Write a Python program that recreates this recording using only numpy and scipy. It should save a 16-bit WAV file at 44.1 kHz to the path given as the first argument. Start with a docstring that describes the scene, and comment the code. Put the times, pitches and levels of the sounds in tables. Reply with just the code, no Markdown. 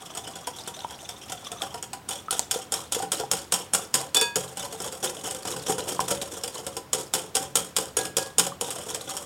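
"""A wire whisk stirs and beats thin batter in a glass bowl on a kitchen counter, held by one hand.
Trains of tiny clicks make the wires chatter on the glass; torn, spurting noise makes the wet swish.
Rising sine pings make the bubbles, ticks and taps; damped modes make the dull knock and the ringing rim.
A short, hard room tail and a quiet bed of coloured noise put it all in the kitchen."""
import sys
import numpy as np
from scipy import signal
from scipy.fft import rfft, irfft
from scipy.io import wavfile

SR = 44100
rng = np.random.default_rng(int(sys.argv[2]) if len(sys.argv) > 2 else 0)


def master(y):
    """Save y as 16-bit WAV."""
    cut = np.clip(np.atleast_2d(y).T, -1, 1)
    pcm = np.round(cut * 32767)  # scale
    wavfile.write(sys.argv[1], SR, pcm.astype(np.int16))


N = 407925


def amp(db):
    """Decibels to gain."""
    return 10 ** (np.asarray(db) / 20)


def unit(x):
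    """Scale to an energy of one."""
    return x / np.sqrt(np.sum(x ** 2))


def clock(length):
    """Sample times over a length in seconds."""
    return np.arange(int(length * SR)) / SR


def curve(rows):
    """Join (time [s], value) rows by straight lines."""
    return np.interp(np.arange(N) / SR, *np.transpose(rows))


def add(track, s, sound):
    """Mix a sound into a track at a time in seconds."""
    start = max(int(s * SR), 0)
    part = sound[:max(N - start, 0)]
    track[start:start + len(part)] += part


def through(x, response):
    """Pass a sound through an impulse response."""
    return signal.fftconvolve(x, response)[:len(x)]


def colour(points, peaks=(), size=4096):
    """Causal unit-energy filter from (Hz, dB) points and (Hz, boost dB, width Hz) resonances."""
    hz, db = np.transpose(points)
    bins = np.fft.rfftfreq(size, 1 / SR)
    shape = np.interp(np.log(bins + 1), np.log(hz), db)
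    for centre, boost, width in peaks:
        shape = shape + boost / (1 + (2 * (bins - centre) / width) ** 2)
    # folding the cepstrum forward makes the filter minimum-phase
    cepstrum = irfft(np.log(amp(shape)))
    cepstrum[1:size // 2] *= 2
    cepstrum[size // 2 + 1:] = 0
    response = unit(irfft(np.exp(rfft(cepstrum))))
    return np.pad(response, (0, len(clock(.5)) - size))


def ring(modes, start=0):
    """Damped modes sounding together; given its start time, a ring swings in step with earlier ones."""
    t = clock(0.54)
    return sum(amp(db - 60 * t / t60) * np.sin(2 * np.pi * hz * (t + start)) for hz, t60, db in modes)


def shifting(force, modes, detune, count=5):
    """Ring modes whose pitch keeps jumping as the batter heaves and reshapes the hollow."""
    reshape_s = 0.035  # how long the batter keeps one shape
    shape = rng.integers(count, size=N)[(np.arange(N) / SR / reshape_s).astype(int)]
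    out = np.zeros(N)
    for k, step in enumerate(np.linspace(-1, 1, count)):
        detuned = [(hz * (1 + detune * step), t60, db) for hz, t60, db in modes]
        out += through(force * (shape == k), unit(ring(detuned)))
    return out


def clicks(size, rate, spread_db):
    """Random clicks of unequal strength, rate per second, rms one."""
    present = rng.random(size) < rate / SR
    strength = amp(spread_db * np.clip(rng.standard_normal(size), -2, 2))
    train = present * strength * rng.choice([-1, 1], size)
    return unit(train + 1e-9) * np.sqrt(size)


def swell(attack, hold, release):
    """Envelope that rises over the attack, is down to half at the hold time and dies with the release."""
    t = clock(hold + 10 * release)
    return np.minimum(t / attack, 1) / (1 + np.exp((t - hold) / release))


# colour of the quiet kitchen: (frequency [Hz], relative level [dB])
KITCHEN_COLOUR = [(25, -14.5), (55, -12), (72, 4), (90, 4.5), (800, -5), (2000, -13), (16000, -25.5)]


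def kitchen(level_db=-49):
    """The quiet kitchen: a steady bed of noise, mostly a low hum-like rumble."""
    return amp(level_db) * through(rng.standard_normal(N), colour(KITCHEN_COLOUR))


def room(x, wet_db=-9, t60=0.36, treble_t60=0.24, gap_s=0.00374):
    """Counter, sink and tiles return a short diffuse tail, a little longer in the lows."""
    t = clock(.5)
    low_pass = signal.butter(2, 2500, fs=SR, output="sos")
    high_pass = signal.butter(2, 2500, "high", fs=SR, output="sos")
    low = signal.sosfilt(low_pass, rng.standard_normal(len(t)))
    high = signal.sosfilt(high_pass, rng.standard_normal(len(t)))
    tail = low * np.exp(-np.log(1000) * t / t60) + high * np.exp(-np.log(1000) * t / treble_t60)
    return x + amp(wet_db) * through(x, unit(tail * (t > gap_s)))


def radiate(x):
    """A bowl is too small to radiate deep bass."""
    return signal.sosfilt(signal.butter(2, 115, "high", fs=SR, output="sos"), x)


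def bubble(hz, t60, rise=0.19):
    """A pocket of air rings and climbs in pitch as it nears the surface."""
    t = clock(t60)
    climbing = t + rise * t ** 2 / (2 * t60)
    return np.exp(-np.log(1000) * t / t60) * np.sin(2 * np.pi * hz * climbing)


# bubbles, and light wire taps and ticks in the shortest, highest rows:
# (time [s], relative level [dB], starting pitch [Hz], t60 [s])
POPS = [(0.475, -23, 948, 0.061), (.5871, -27, 3820, 0.011), (0.792, -25.5, 3960, 0.0075),
        (.847, -18.5, 914, 0.03), (1.62, -15.5, 3380, 0.014), (2.284, -22, 1260, 0.041),
        (2.394, 5, 7200, 0.0014), (2.394, -20.5, 910, 0.021), (2.56, -20.5, 482, 0.074),
        (2.965, -20.5, 465, 0.069), (3.002, -21.5, 760, 0.061), (3.236, -21.5, 780, 0.069),
        (4.2, -17, 5300, 0.025), (4.219, -20, 443, 0.087), (5.9932, -9.5, 993.4, 0.026),
        (6.2154, -22.5, 3750, .012), (8.521, -26.5, 1110, 0.033)]


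def pops():
    """Single bubbles ring; the shortest, highest pings are light wire taps and ticks."""
    out = np.zeros(N)
    for s, db, hz, t60 in POPS:
        add(out, s, amp(db) * bubble(hz, t60))
    return out


# wires catching the bare glass:
# (time [s], relative level [dB], pitch favoured by the contact [Hz], offset of the other modes [dB])
CHIMES = [(4.157, -12.5, 3493, -14.5), (4.19, -48, 1652, -20), (4.212, -25, 2510, 0.5),
          (4.24, -33, 950, -27), (7.968, -26.5, 1652, -15), (8.17, -30, 1652, -14)]
# glass bowl, ringing freely: (frequency [Hz], t60 [s], relative level [dB])
GLASS_MODES = [(950, .28, -4), (1652, .52, -6), (2510, .4, -3), (3493, .22, -1), (4533, .19, 0),
               (4603, .19, -4), (6750, .16, -3), (8590, .15, -3)]


def chimes():
    """The rim rings: each rub feeds the mode nearest its own pitch and shifts the level of the others."""
    rub_cycles = 23  # swings that a rubbed mode needs to build up
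    out = np.zeros(N)
    for s, db, favoured_hz, others_db in CHIMES:
        nearest = min(GLASS_MODES, key=lambda mode: abs(mode[0] - favoured_hz))[0]
        modes = [(hz, t60, mode_db + others_db * (hz != nearest)) for hz, t60, mode_db in GLASS_MODES]
        sound = ring(modes, s)
        build_up = np.minimum(np.arange(len(sound)) / SR * nearest / rub_cycles, 1)
        add(out, s, amp(db) * build_up * sound)
    return out


def froth(drive, low_hz, high_hz, cycles, count, spread_db=14):
    """Many bubbles of random size, each following the drive at its birth."""
    out, energy = np.zeros(N), 0
    for when, size, strength in rng.random((count, 3)):
        hz = low_hz * (high_hz / low_hz) ** size
        sound = amp(-spread_db * strength) * np.sqrt(hz) * bubble(hz, cycles / hz)
        add(out, when * N / SR, drive[int(when * N)] * sound)
        energy += np.sum(sound ** 2)
    return out * np.sqrt(N / energy)


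def bubbles(speed, depth, largest_db=-35):
    """Deep gulps, lighter gurgles and a high fizz follow the moving wires."""
    # a pocket holds only so much air, however fast the wires move
    air = amp(largest_db) * np.tanh(speed / amp(largest_db))
    gulps = amp(-10) * froth(air * depth, 301, 604, cycles=28, count=700)
    gurgles = amp(-7.0) * froth(air, 614, 1235, cycles=43, count=600)
    fizz = amp(-8.5) * froth(air, 2690, 6800, cycles=34, count=500)
    return gulps + gurgles + fizz


# low modes of the room (142, 189, 315 Hz), then bowl, batter and board moving together: (centre frequency [Hz],
# t60 [s], relative level [dB])
BODY_MODES = [(142, 0.67, -12.5), (189.2, 0.38, -10.5), (314.8, 0.36, -8.5), (465, 0.096, 5),
              (531, 0.099, 8.5)]


def body_knock(push, slosh, depth):
    """Bowl, batter and board knock dully together and wake low room modes, heavier as the whisk reaches deeper."""
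    return shifting((amp(-4.0) * push + amp(-9.0) * slosh) * depth, BODY_MODES, detune=0.053)


# hollow of the bowl above the batter, plus a damped ring of the glass at 954 Hz: (centre frequency [Hz], t60
# [s], relative level [dB])
HOLLOW_MODES = [(755.5, 0.057, 4.5), (954, 0.15, -6), (1387, 0.025, 0.5)]


def hollow_ring(push, slosh):
    """Pushes and slosh excite the hollow of the bowl above the batter and a damped ring of the glass."""
    return shifting(amp(-3.0) * push + amp(-9.0) * slosh, HOLLOW_MODES, detune=0.0418)


# bands in which wet wires sing near the surface: (centre frequency [Hz], t60 [s], relative level [dB])
SKIM_MODES = [(3302, 0.013, 4), (5620, 0.011, 0.5)]


def surface_skim(skimming, coated, depth):
    """Wet wires sing briefly near the surface, weaker as the whisk reaches deeper."""
    force = (amp(-8.0) * skimming + amp(-10.5) * coated) / np.sqrt(depth)
    return shifting(force, SKIM_MODES, detune=0.085)


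# broad resonances of the batter-filled bowl: (frequency [Hz], boost [dB])
BOWL_PEAKS = [(3380, 5.5), (5520, 7), (6780, 8), (8120, 0.5), (9550, -1.5), (10380, 2), (12650, 3.5)]


def bowl_peaks(width_hz=540):
    """The batter-filled bowl colours every scrape and swish with broad resonances."""
    return [(hz, db, width_hz) for hz, db in BOWL_PEAKS]


# colour of the wet swish: (frequency [Hz], relative level [dB])
SWISH_COLOUR = [(150, -10), (1300, 9), (2100, -0.5), (3200, 4), (4400, -1.5), (5400, 4.5), (6200, 2),
                (8300, 12), (11500, 1.5), (16000, -9.5)]


def wet_swish(speed, depth):
    """Films of batter tear between the moving wires in tiny clicks."""
    tearing = speed * clicks(N, rate=7000, spread_db=4.5)
    return through(tearing * depth ** 0.37, amp(-2.0) * colour(SWISH_COLOUR, bowl_peaks()))


# how deep the whisk reaches: (time [s], weight of the low slosh [dB])
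DEPTH = [(0, -8.5), (1.6, -9.5), (3.0, -0.5), (5.8, 4.5), (9.2, 4)]


def reach():
    """Depth of the whisk as a gain: deeper stirring puts more weight into the lows."""
    return amp(curve(DEPTH))


def passing_wires(gap_s=.022, fade_s=0.011, spread_db=2.5, steady=0.55):
    """The loops of the cage break through the batter one after another: a swish in spurts, rms one."""
    spurts = np.zeros(N)
    t = clock(.1)
    spurt = t / fade_s * np.exp(-2 * t / fade_s)
    for k, (early, strength) in enumerate(rng.uniform(-1.12, 1, (int(N / SR / gap_s), 2))):
        add(spurts, (k + early / 2) * gap_s, amp(spread_db * strength) * spurt)
    return unit(spurts / np.std(spurts) + steady) * np.sqrt(N)


# round stirring with the whisk kept in the batter: (start [s], end [s], relative steady swish [dB])
SPELLS = [(0, 1.8, -49), (4.451, 6.79, -51), (8.66, 9.3, -47.5)]
# turns of the whisk round the bowl: (time [s], relative swish level [dB])
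TURNS = [(0.017, -49), (.24, -46.5), (.56, -45), (.76, -46.5), (1.0, -52), (1.211, -50.5), (1.42, -48),
         (1.605, -45), (1.885, -39.5), (4.591, -35), (4.812, -36), (5.025, -31), (5.238, -35.5),
         (5.466, -33.5), (5.661, -29.5), (5.869, -32.5), (6.077, -29), (6.316, -40.5), (6.54, -42.5),
         (8.744, -42.5), (8.863, -40), (9.072, -38.5)]
# how much batter the beating strokes drag along: (time [s], relative swish level [dB])
DRAG = [(2.1, -34), (2.95, -35), (7.7, -35.5), (8.6, -39.5)]


def flow(dip_s=0.0071, lift_s=0.003, return_s=0.12, return_db=-13, lead_in_s=0.0091):
    """Speed of the wires in batter: a sweep and gentler return on each turn, a drag on each stroke."""
    turning, speed = np.zeros(N), np.zeros(N)
    sweep = swell(attack=0.0056, hold=0.071, release=0.012)
    for s, db in TURNS:
        add(turning, s, amp(db) * sweep)
        add(turning, s + return_s, amp(db + return_db) * sweep)
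    for start, end, db in SPELLS:
        immersed = np.zeros(N)
        add(immersed, start, swell(dip_s, end - start, lift_s))
        speed += immersed * (amp(db) + turning)
    drag = swell(attack=0.019, hold=0.098, release=0.028)
    for s, *_ in STROKES:
        drag_db = np.interp(s, *np.transpose(DRAG))
        # the drag swells in softly, starting just before each stroke
        add(speed, s - lead_in_s, amp(drag_db) * drag)
    return speed


def chatter(decay, bite_s=0.0004):
    """A wire bites and skips over the glass: a quickly fading train of tiny blows."""
    t = clock(.1)
    train = clicks(len(t), rate=3000, spread_db=4.0) * np.exp(-t / decay) * (1 - np.exp(-t / bite_s))
    return unit(train) * np.sqrt(decay * SR / 2)


def tinkle(decay, ring_db=-9, t60=0.022, low_hz=4200, high_hz=10000):
    """Chatter of one wire, which also rings briefly at two pitches of its own."""
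    train = chatter(decay)
    own = unit(ring([(hz, t60, 0) for hz in rng.uniform(low_hz, high_hz, 2)])[:len(train)])
    return unit(unit(train) + amp(ring_db) * own) * np.linalg.norm(train)


# colour of a wire contact: (frequency [Hz], relative level [dB])
CONTACT_COLOUR = [(200, -20.5), (1350, 3), (1900, -7), (3100, 2), (4300, -3.5), (5100, 0), (6200, -4.5),
                  (8000, 6.5), (12500, -6), (16000, -13.5)]
# resonances of the steel wires: (frequency [Hz], boost [dB])
WIRE_PEAKS = [(6770, 4.5), (9490, 13), (11720, 9)]


def wire_contacts(bare, coated, wire_width_hz=160):
    """Contacts through batter lack the steel resonances but keep each wire's brief ring."""
    wire_peaks = [(hz, db, wire_width_hz) for hz, db in WIRE_PEAKS]
    steel = through(bare, amp(2.0) * colour(CONTACT_COLOUR, bowl_peaks() + wire_peaks))
    scrape = through(coated, amp(1.5) * colour(CONTACT_COLOUR, bowl_peaks()))
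    return steel + scrape


# beating strokes, all levels relative: (time [s], first contact [dB], lag of the trailing wires [s],
# trailing wires [dB], bowl knock [dB])
STROKES = [(2.089, -28, 0.019, -33, -32), (2.308, -22, 0.018, -30, -27), (2.511, -19.5, 0.03, -32.5, -32),
           (2.721, -22, 0.018, -26.5, -30), (2.922, -21, 0.025, -27.5, -29.5),
           (3.118, -20.5, 0.012, -29, -29.5), (3.314, -17.5, 0.02, -29.5, -24.5),
           (3.522, -17, 0.017, -21.5, -23), (3.735, -18.5, 0.012, -20, -23),
           (3.941, -15.5, 0.0099, -22.5, -24), (4.146, -17, 0.023, -20.5, -28.5),
           (4.357, -19, 0.0093, -42, -25.5), (6.931, -19, 0.016, -32, -29), (7.137, -18, 0.013, -26, -26),
           (7.352, -18.5, .015, -23.5, -26.5), (7.555, -15, 0.015, -24.5, -26.5),
           (7.765, -16.5, 0.019, -28, -26), (7.968, -19.5, 0.02, -31, -25),
           (8.168, -17.5, 0.014, -27.5, -24.5), (8.383, -14.5, 0.011, -16.5, -23),
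           (8.611, -23.5, 0.0096, -41, -29.5)]
# single scrapes of the wires on the glass: (time [s], relative level [dB], relative bowl knock [dB])
SCRAPES = [(0.15, -40, -35), (0.172, -34.5, -36), (0.274, -45, -33), (.355, -42.5, -36), (.471, -33, -27.5),
           (0.675, -35.5, -30), (.908, -43.5, -34), (1.09, -36.5, -39), (1.297, -39.5, -34),
           (1.32, -34, -31.5), (1.517, -37, -29), (1.618, -35.5, -29.5), (1.634, -41, -32),
           (1.742, -40, -29.5), (1.826, -35.5, -36.5), (1.932, -35.5, -34), (3.023, -36, -26.5),
           (3.198, -34, -27.5), (3.37, -39, -54), (4.212, -22, -37), (4.571, -35, -35), (4.725, -39.5, -38),
           (4.802, -37.5, -34), (4.924, -37.5, -37), (5.044, -29, -33), (5.237, -41.5, -36),
           (5.309, -33.5, -39.5), (5.347, -37, -36), (5.452, -36.5, -31), (5.563, -37, -34),
           (5.695, -37, -26), (5.781, -34, -26.5), (6.003, -29, -29), (6.111, -31, -28.5),
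           (6.215, -33.5, -36), (6.436, -30.5, -35.5), (6.477, -35, -39.5), (6.666, -34, -35.5),
           (6.767, -33, -31.5), (8.052, -33, -36), (8.466, -31.5, -33.5), (8.705, -31.5, -59),
           (8.946, -30.5, -36), (9.167, -32, -40)]


def whisk(lead_decay=0.0065, trail_decay=0.0082, scrape_decay=0.011):
    """Forces of the wires: on bare glass, through a coat of batter, and as a heavier push on the bowl."""
    rattle_s, rattle_db, rattle_fade_db_per_s = 0.09, -11, 92
    bare, coated, push = np.zeros((3, N))
    for s, first_db, lag, second_db, knock_db in STROKES:
        # the leading wires land on bare glass one after another, then the rest plunges in
        add(bare, s, amp(first_db + 1.5) * tinkle(lead_decay))
        add(bare, s + lag / 2, amp(first_db - 8) * tinkle(lead_decay / 2))
        add(coated, s + lag, amp(second_db + 4.0) * tinkle(trail_decay))
        # loose wires rattle on, fading as the whisk slows
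        for late in rattle_s * rng.random(size=3):
            late_db = first_db + rattle_db - rattle_fade_db_per_s * late
            add(coated, s + lag + late, amp(late_db) * tinkle(lead_decay / 2))
        add(push, s, amp(knock_db) * chatter(lead_decay))
        add(push, s + lag, amp(knock_db + 2.0) * chatter(lead_decay))
    for s, db, knock_db in SCRAPES:
        add(coated, s, amp(db + 4.0) * tinkle(scrape_decay))
        add(push, s, amp(knock_db + 3.5) * chatter(scrape_decay))
    return bare, coated, push


def scene():
    """Contacts and swish excite wires, glass and bowl; all of it sounds in the kitchen."""
    bare, coated, push = whisk()
    stirring, depth = flow(), reach()
    speed = stirring * passing_wires()
    # the surface and the deep slosh have spurts of their own
    skimming = stirring * passing_wires(gap_s=0.04, steady=0.17) * rng.standard_normal(N)
    slosh = stirring * passing_wires() * clicks(N, rate=900, spread_db=1)
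    bowl = body_knock(push, slosh, depth) + hollow_ring(push, slosh)
    bowl += surface_skim(skimming, coated, depth) + wet_swish(speed, depth)
    bowl += bubbles(speed, depth) + wire_contacts(bare, coated)
    # chimes and pops get less room tail
    chimes_and_pops = pops() + chimes()
    mix = kitchen() + room(radiate(bowl)) + room(radiate(chimes_and_pops), wet_db=-14)
    return mix[None]


def record(dry):
    """The sharpest peaks are gently rounded and the very top is cut."""
    top_cut = signal.ellip(8, .2, 70, 15900, fs=SR, output="sos")  # order, ripple dB, rejection dB, Hz
    return signal.sosfilt(top_cut, np.tanh(dry))


dry = scene()
out = record(dry)
master(out)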